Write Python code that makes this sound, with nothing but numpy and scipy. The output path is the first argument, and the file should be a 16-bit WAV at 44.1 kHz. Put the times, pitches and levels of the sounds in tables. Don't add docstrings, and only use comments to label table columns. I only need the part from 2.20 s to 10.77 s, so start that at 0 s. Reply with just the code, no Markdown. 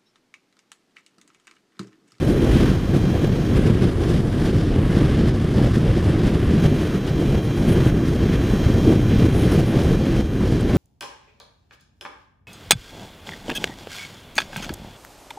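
import sys
import numpy as np
from scipy import signal
from scipy.fft import rfft, irfft, next_fast_len
from scipy.io import wavfile
from scipy.ndimage import uniform_filter1d

SR = 44100
rng = np.random.default_rng(int(sys.argv[2]) if len(sys.argv) > 2 else 0)


def unload_audio(sound):
    columns = np.transpose(np.atleast_2d(sound))
    steps = np.round(np.clip(columns, -1, 1) * 32767)
    wavfile.write(sys.argv[1], SR, steps.astype(np.int16))


def natural_amplitude(level_db):
    exponent = np.asarray(level_db, float) / 20
    return 10 ** exponent


N = 377937
CUTOFF_HZ = 15330

# centre_s, signed_height (relative; negative = suction)
SLAPS = [(0.36, 0.5), (0.517, -0.7), (0.767, 0.69), (0.842, 0.45), (1.394, 0.77), (1.458, 0.52),
         (1.623, -0.54), (1.654, -0.67), (1.902, 0.6), (2.367, 0.47), (2.772, 0.79), (2.822, 0.55),
         (3.038, -0.51), (3.417, 0.56), (3.441, 0.31), (3.572, -0.58), (5.506, 0.24), (5.572, 0.52),
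         (5.666, 0.64), (5.837, 0.52), (6.14, -0.47), (6.337, -0.55), (6.502, -0.55), (6.761, 0.62),
         (6.996, -0.39), (7.023, -0.58), (7.048, -0.54), (7.086, 0.62), (7.255, -0.41), (7.378, -0.46)]
# centre_s, rise_db (negative = brief slackening)
PUFFS = [(0.095, 3), (0.513, 2.5), (0.758, 7), (1.16, 1.5), (1.365, 5.5), (1.467, 2.5), (1.634, 6),
         (1.838, 4.5), (1.905, 5), (2.267, 5.5), (2.353, 1.5), (2.7, -1), (2.781, 3.5), (2.948, 1),
         (3.087, 3.5), (3.558, 5), (3.914, 4.5), (4.082, 3), (4.152, 3.5), (4.458, 5.5), (4.887, 6),
         (5.001, 3.5), (5.49, 2), (5.88, 6.5), (6.143, 5), (6.475, 0.5), (6.752, 2.5), (7.328, 3),
         (7.854, 2.5), (8.499, 3.5)]
# step_s,
# level_after_db
DUCKS = [(0.0, -2.3), (0.504, -1), (0.562, -3.5), (0.913, -0.5), (1.079, -2.5), (1.512, -1.5),
         (1.706, -2.5), (2.01, -3.5), (2.31, -2.1), (2.415, -2.5), (2.863, -0.5), (3.102, -2.5),
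         (3.357, 2.5), (3.477, 0.5), (3.588, 0), (3.861, 0.1), (4.11, -0.46), (4.471, -1.5), (4.639, -2),
         (4.784, -3), (5.193, -1.65), (5.703, -3), (5.887, -2.1), (6.47, 1.3), (6.735, 0.15), (7.075, -0.2),
         (7.408, -1.4), (7.759, -2), (8.013, -5), (8.357, -3)]


def wind():
    # frequency_hz, density_db (per Hz)
    buffet_colour = [(12, -41), (20, -9), (43, -3.5), (131, 0), (270, -7), (329, -5.5), (632, -22.5),
                     (745, -25), (822, -28.5), (1000, -32.5), (1300, -60), (2200, -120)]
    # frequency_hz, density_db (per Hz)
    rush_colour = [(900, -1), (1130, 0.5), (1320, -2), (1610, 0), (2440, -6.5), (3200, -5.5), (4100, -12),
                   (5080, -13), (6360, -19), (8100, -23), (8900, -21), (10500, -23.5), (12500, -30),
                   (15300, -37)]
    buffet_db, rush_db = -21, -39
    eddies, flutter = drift(10.7), drift(74.0)
    puffs_db = bumps(PUFFS, width_s=0.019)

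    def buffet_eddies(hz):
        return (hz / 500) ** 0.38 * (1.3 * eddies + 1.33 * flutter + 0.47 * puffs_db)

    def rush_eddies(hz):
        return (hz / 4000) ** 0.14 * (0.39 * eddies + 1.18 * flutter + 0.87 * puffs_db)

    low = turbulence(buffet_colour, (170, 600), 15, 950, buffet_eddies, own_db=0.11, own_rate=10.6)
    high = turbulence(rush_colour, (900, 2300), 950, CUTOFF_HZ, rush_eddies, own_db=0.16, own_rate=42.0)
    return slapped(natural_amplitude(buffet_db) * low, hz=191) + natural_amplitude(rush_db) * high


def turbulence(spectrum, ref_hz, low_hz, high_hz, shared, own_db, own_rate):
    # time_s, level_db (about its mean)
    gusts = [(0.0, 2.5), (.35, 3), (.7, -.5), (1.2, 0.5), (1.85, 0.5), (2.2, 1.5), (2.8, 0.5), (3.2, -1),
             (3.7, -1), (4.2, -0.5), (4.65, -0.5), (5.3, -0.5), (5.9, 0.5), (6.5, -0.5), (7.0, 0), (7.4, 1),
             (8.0, 0), (8.57, 2.5)]
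    # frequency_hz, share (of the gust swing)
    gust_share = [(90, 0.85), (320, 1.26), (1500, 0.94), (4800, 1.5)]
    # frequency_hz, spread_db
    lump_spread = [(90, 1.5), (320, 1.5), (1500, .8), (4800, 1.5), (10000, 1.1)]
    # centre_s, change_db, half_length_s
    roar_swells = [(0.6, 3.5, 0.036), (0.85, 6, 0.043), (1.22, -4.0, 0.04), (1.72, 1.5, 0.03),
                   (1.94, 2.5, 0.07), (2.36, -0.5, 0.07), (2.92, 3.5, 0.053), (3.19, 3.5, 0.033),
                   (3.35, -3.2, 0.05), (4.26, 3, 0.037), (4.33, 0, 0.034), (4.51, -1, 0.03), (4.95, -2, 0.035),
                   (5.23, -2.5, 0.07), (6.23, -4.5, 0.04), (6.44, -1, 0.11), (6.68, 0, 0.04), (6.94, 4, 0.04),
                   (7.05, -3, 0.04), (7.35, -5.0, 0.04), (7.51, -7, 0.036), (8.03, 4.5, 0.028),
                   (8.14, -3, 0.04), (8.27, 3, 0.04)]
    # centre_s, change_db, half_length_s
    stream_swells = [(0.1, -1.8, 0.051), (0.27, -1.5, 0.04), (1.22, -2, 0.04), (1.71, 2, 0.04),
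                     (1.96, 1, 0.04), (2.12, 1, 0.03), (2.54, -2.5, 0.046), (3.13, -2, 0.042),
                     (3.56, 0, 0.038), (4.29, 1.1, 0.13), (4.65, 3.5, 0.095), (4.95, -2.5, 0.04),
                     (5.09, 2, 0.045), (5.69, 1, 0.05), (5.87, 0.2, 0.045), (6.18, -2.0, 0.032),
                     (6.41, -1.9, 0.052), (6.51, 2, 0.045), (7.03, -0.8, 0.04), (7.55, 1, 0.04),
                     (7.82, -2, 0.044), (8.12, -2.5, 0.04), (8.31, 2, 0.11), (8.45, -4, 0.033)]
    roll_top_hz, swell_low_hz = 350, 350
    gust_db = np.interp(np.arange(N) / SR, *np.transpose(gusts))
    roll_db, swell_db = bells(roar_swells), bells(stream_swells)
    out = np.zeros(N)
    for centre, band in octaves(spectrum, ref_hz, low_hz, high_hz):
        lumps_db = at_hz(lump_spread, centre) * drift(4.6)
        rolling_db = roll_db / (1 + (centre / roll_top_hz) ** 2)
        swelling_db = swell_db * (centre / 1500) ** 0.1 / (1 + (swell_low_hz / centre) ** 2)
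        follow_db = at_hz(gust_share, centre) * gust_db
        flicker_db = own_db * drift(own_rate)
        level_db = follow_db + rolling_db + swelling_db + shared(centre) + lumps_db + flicker_db
        out += natural_amplitude(level_db) * band
    return out


def slapped(buffeting, hz):
    hold = np.clip(0.75 * bumps([(s, 1) for s, height in SLAPS], 0.42 / hz), 0, 1)
    pulse = 1.81 * bumps(SLAPS, 0.18 / hz) - 0.5 * bumps(SLAPS, 0.71 / hz)
    return buffeting * (1 - hold) + 0.83 * pulse


def octaves(spectrum, ref_hz, low_hz, high_hz):
    size = next_fast_len(N)
    hz = np.arange(1, size // 2 + 2) * SR / size
    colour = natural_amplitude(at_hz(spectrum, hz)) * (hz > low_hz) * (hz <= high_hz)
    inside = (hz > ref_hz[0]) & (hz < ref_hz[1])
    colour = colour / np.sqrt(2 / size * np.sum(colour[inside] ** 2))
    noise = colour * rfft(rng.standard_normal(size))
    for centre in 20 * 2. 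** np.arange(11):
        if low_hz / 2 < centre < high_hz * 2:
            share = np.clip(1 - abs(np.log2(hz / centre)), 0, 1)
            yield centre, irfft(share * noise, size)[:N]


def drift(rate):
    r = np.exp(-40 * np.pi * rate / SR)
    slow = signal.lfilter([1], [1, -2 * r, r * r], rng.standard_normal(N // 20 + 2002))
    slow = slow[2000:]
    return np.interp(np.arange(N) / 20, np.arange(len(slow)), rms_one(slow))


def bumps(events, width_s):
    bell = np.exp(-(np.arange(-2000, 2001) / SR / width_s) ** 2)
    out = np.zeros(N + 4001)
    for s, value in events:
        at = round(s * SR)
        out[at:at + 4001] += value * bell
    return out[2000:2000 + N]


def bells(rows):
    t = np.arange(0, N + 64, 64) / SR
    change_db = sum(db * np.exp(-((t - s) / half_s) ** 2) for s, db, half_s in rows)
    return np.interp(np.arange(N) / SR, t, change_db)


def rms_one(x):
    return x / np.sqrt(np.mean(x ** 2) + 1e-20)


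def at_hz(points, hz):
    point_hz, value = np.transpose(points)
    return np.interp(np.log(hz), np.log(point_hz), value)


def spray():
    # start_s, length_s, level_db
    spray_puffs = [
        (.08, .07, -53),
        (.3, .15, -62),
        (5.218, .06, -54),
        (5.35, 0.064, -57),
        (5.477, 0.074, -46),
        (5.63, 0.065, -68),
        (7.127, 0.15, -49.5),
        (7.29, .08, -50),
        (7.45, 0.08, -52),
        (7.57, .04, -60),
    ]
    # frequency_hz, density_db (per Hz)
    spray_colour = [(6000, -30), (8000, -16), (9000, -1), (10300, 1), (11200, -6), (13200, -8),
                    (15300, -13)]
    swell = np.zeros(N)
    for start, length, level_db in spray_puffs:
        at, span = round(start * SR), round(length * SR)
        swell[at:at + span] += natural_amplitude(level_db) * np.sin(np.linspace(0, np.pi, span)).clip(0) ** 0.52
    ticks_per_s = 14
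    mist = (rng.random(N) < ticks_per_s / SR) * natural_amplitude(-65 + 2.8 * rng.exponential(1, N).clip(0, 3))
    mist = signal.lfilter([1], [1, -0.985], mist)
    hiss = sum(band for hz, band in octaves(spray_colour, (8900, 11800), 6000, CUTOFF_HZ))
    return (swell * natural_amplitude(1.7 * drift(120.)) + mist) * hiss


def engine():
    firing_hz, level_db = 98.2, -44
    phase = 2 * np.pi * np.cumsum(firing_hz * (1 + 0.005 * drift(0.48))) / SR
    return natural_amplitude(level_db) * np.sqrt(2) * np.sin(phase)


def droplets():
    # start_s, peak_db, ring_hz
    drops = [(.05, -37, 11800), (.457, -52, 13900), (.822, -50, 13000), (1.072, -48, 14000),
             (1.95, -48, 12000), (3.55, -48, 11000), (4.645, -48, 14000), (6.989, -42, 9300),
             (7.01, -48, 13500), (7.05, -50, 11500), (7.335, -39, 12500), (7.405, -48, 9500),
             (7.598, -46, 13500), (7.636, -39, 10000), (7.877, -46, 9000), (8.352, -48, 13500),
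             (8.41, -34, 8500), (8.553, -36, 9000)]
    age = np.arange(int(0.012 * SR)) / SR
    out = np.zeros(N + len(age))
    noises = rng.standard_normal((len(drops), len(age)))
    for (s, peak_db, hz), noise in zip(drops, noises):
        at = round(s * SR)
        edges = [hz / 1.2, min(hz * 1.1, CUTOFF_HZ)]
        ring = signal.butter(1, edges, "band", fs=SR, output="sos")
        burst = rms_one(signal.sosfilt(ring, noise))
        out[at:at + len(age)] += natural_amplitude(peak_db) * burst * np.exp(-age / 0.002)
    return out[:N]


def buzz():
    # multiple, level_db (rms)
    harmonics = [(1, -52), (2, -70), (3, -53), (4, -50), (5, -54.5), (7, -57), (8, -56), (8.5, -75),
                 (9, -61.5), (9.5, -79), (11, -70), (12, -76), (15, -69), (16, -64), (17, -66), (17.5, -85),
                 (18.5, -84), (19, -66.5)]
    # start_s, end_s
    on_times = [
        (0, 1.35),
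        (4.397, 9),
    ]
    switching_hz = 800
    t = np.arange(N) / SR
    on = sum((t >= start) * (t < end) for start, end in on_times)
    phases = rng.uniform(0, 2 * np.pi, len(harmonics))
    cycle_t = t[:SR // 100]
    cycle = sum(natural_amplitude(db) * np.sqrt(2) * np.cos(2 * np.pi * k * switching_hz * cycle_t + p)
                for (k, db), p in zip(harmonics, phases))
    return on * np.resize(cycle, N)


def gain_control():
    recovery_db_per_s = 10
    t = np.arange(N) / SR
    surge_s, after_db = np.transpose(DUCKS)
    last = np.clip(np.searchsorted(surge_s, t, side="right") - 1, 0, None)
    gain_db = after_db[last] + recovery_db_per_s * (t - surge_s[last])
    return natural_amplitude(uniform_filter1d(gain_db, size=11))


def channel_difference(level_db, bass_share, holes):
    # frequency_hz, density_db (per Hz)
    split_colour = [(18, -38), (30, -17), (140, -3.5), (298, -7), (489, -9), (2880, -19), (3640, -22),
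                    (5530, -25), (7970, -25), (15300, -31)]
    half_s, lead_s, top_hz = 0.014, 0.006, 14600
    least_slap, least_puff_db = 0.53, 2.9
    times = [s for s, db in DUCKS[1:]]
    times += [s for s, db in PUFFS if db > least_puff_db]
    times += [s for s, height in SLAPS if abs(height) > least_slap]
    lows = rng.choice([400, 2300, 4300], len(times), p=[1 / 2, 1 / 3, 1 / 6])
    out = np.zeros(N)
    for centre, band in octaves(split_colour, (30, 600), 25, CUTOFF_HZ - 100):
        near = [(s - lead_s, 1) for s, low in zip(times, lows) if low / 1.3 < centre < top_hz * 1.5]
        gate = bumps(near, half_s) > np.exp(-1)
        gate &= drift(25.) > -holes
        gate |= drift(14.) > 2.0
        if centre < 2000:
            gate |= drift(5.0) > 0.9 * np.log2(centre / 300) - bass_share
        out += uniform_filter1d(gate * 1., size=300) * band
    return natural_amplitude(level_db) * out * [[1], [-1]]


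def scene():
    hiss_db = -64
    preamp = buzz() + natural_amplitude(hiss_db) * rng.standard_normal(N)
    return np.tile(wind() + spray() + engine() + droplets() + preamp, (2, 1))


def band_limit(x):
    return signal.sosfilt(signal.butter(12, 15660, fs=SR, output="sos"), x)


def record(dry):
    x = 2.18 * np.tanh(dry * gain_control() / 2.22)
    x = x + channel_difference(level_db=-48.5, bass_share=0.1, holes=0.2)
    top_cut = signal.ellip(10, 0.5, 60, CUTOFF_HZ, fs=SR, output="sos")
    x = signal.sosfilt(top_cut, x)
    return band_limit(x)


dry = scene()
out = record(dry)
unload_audio(out)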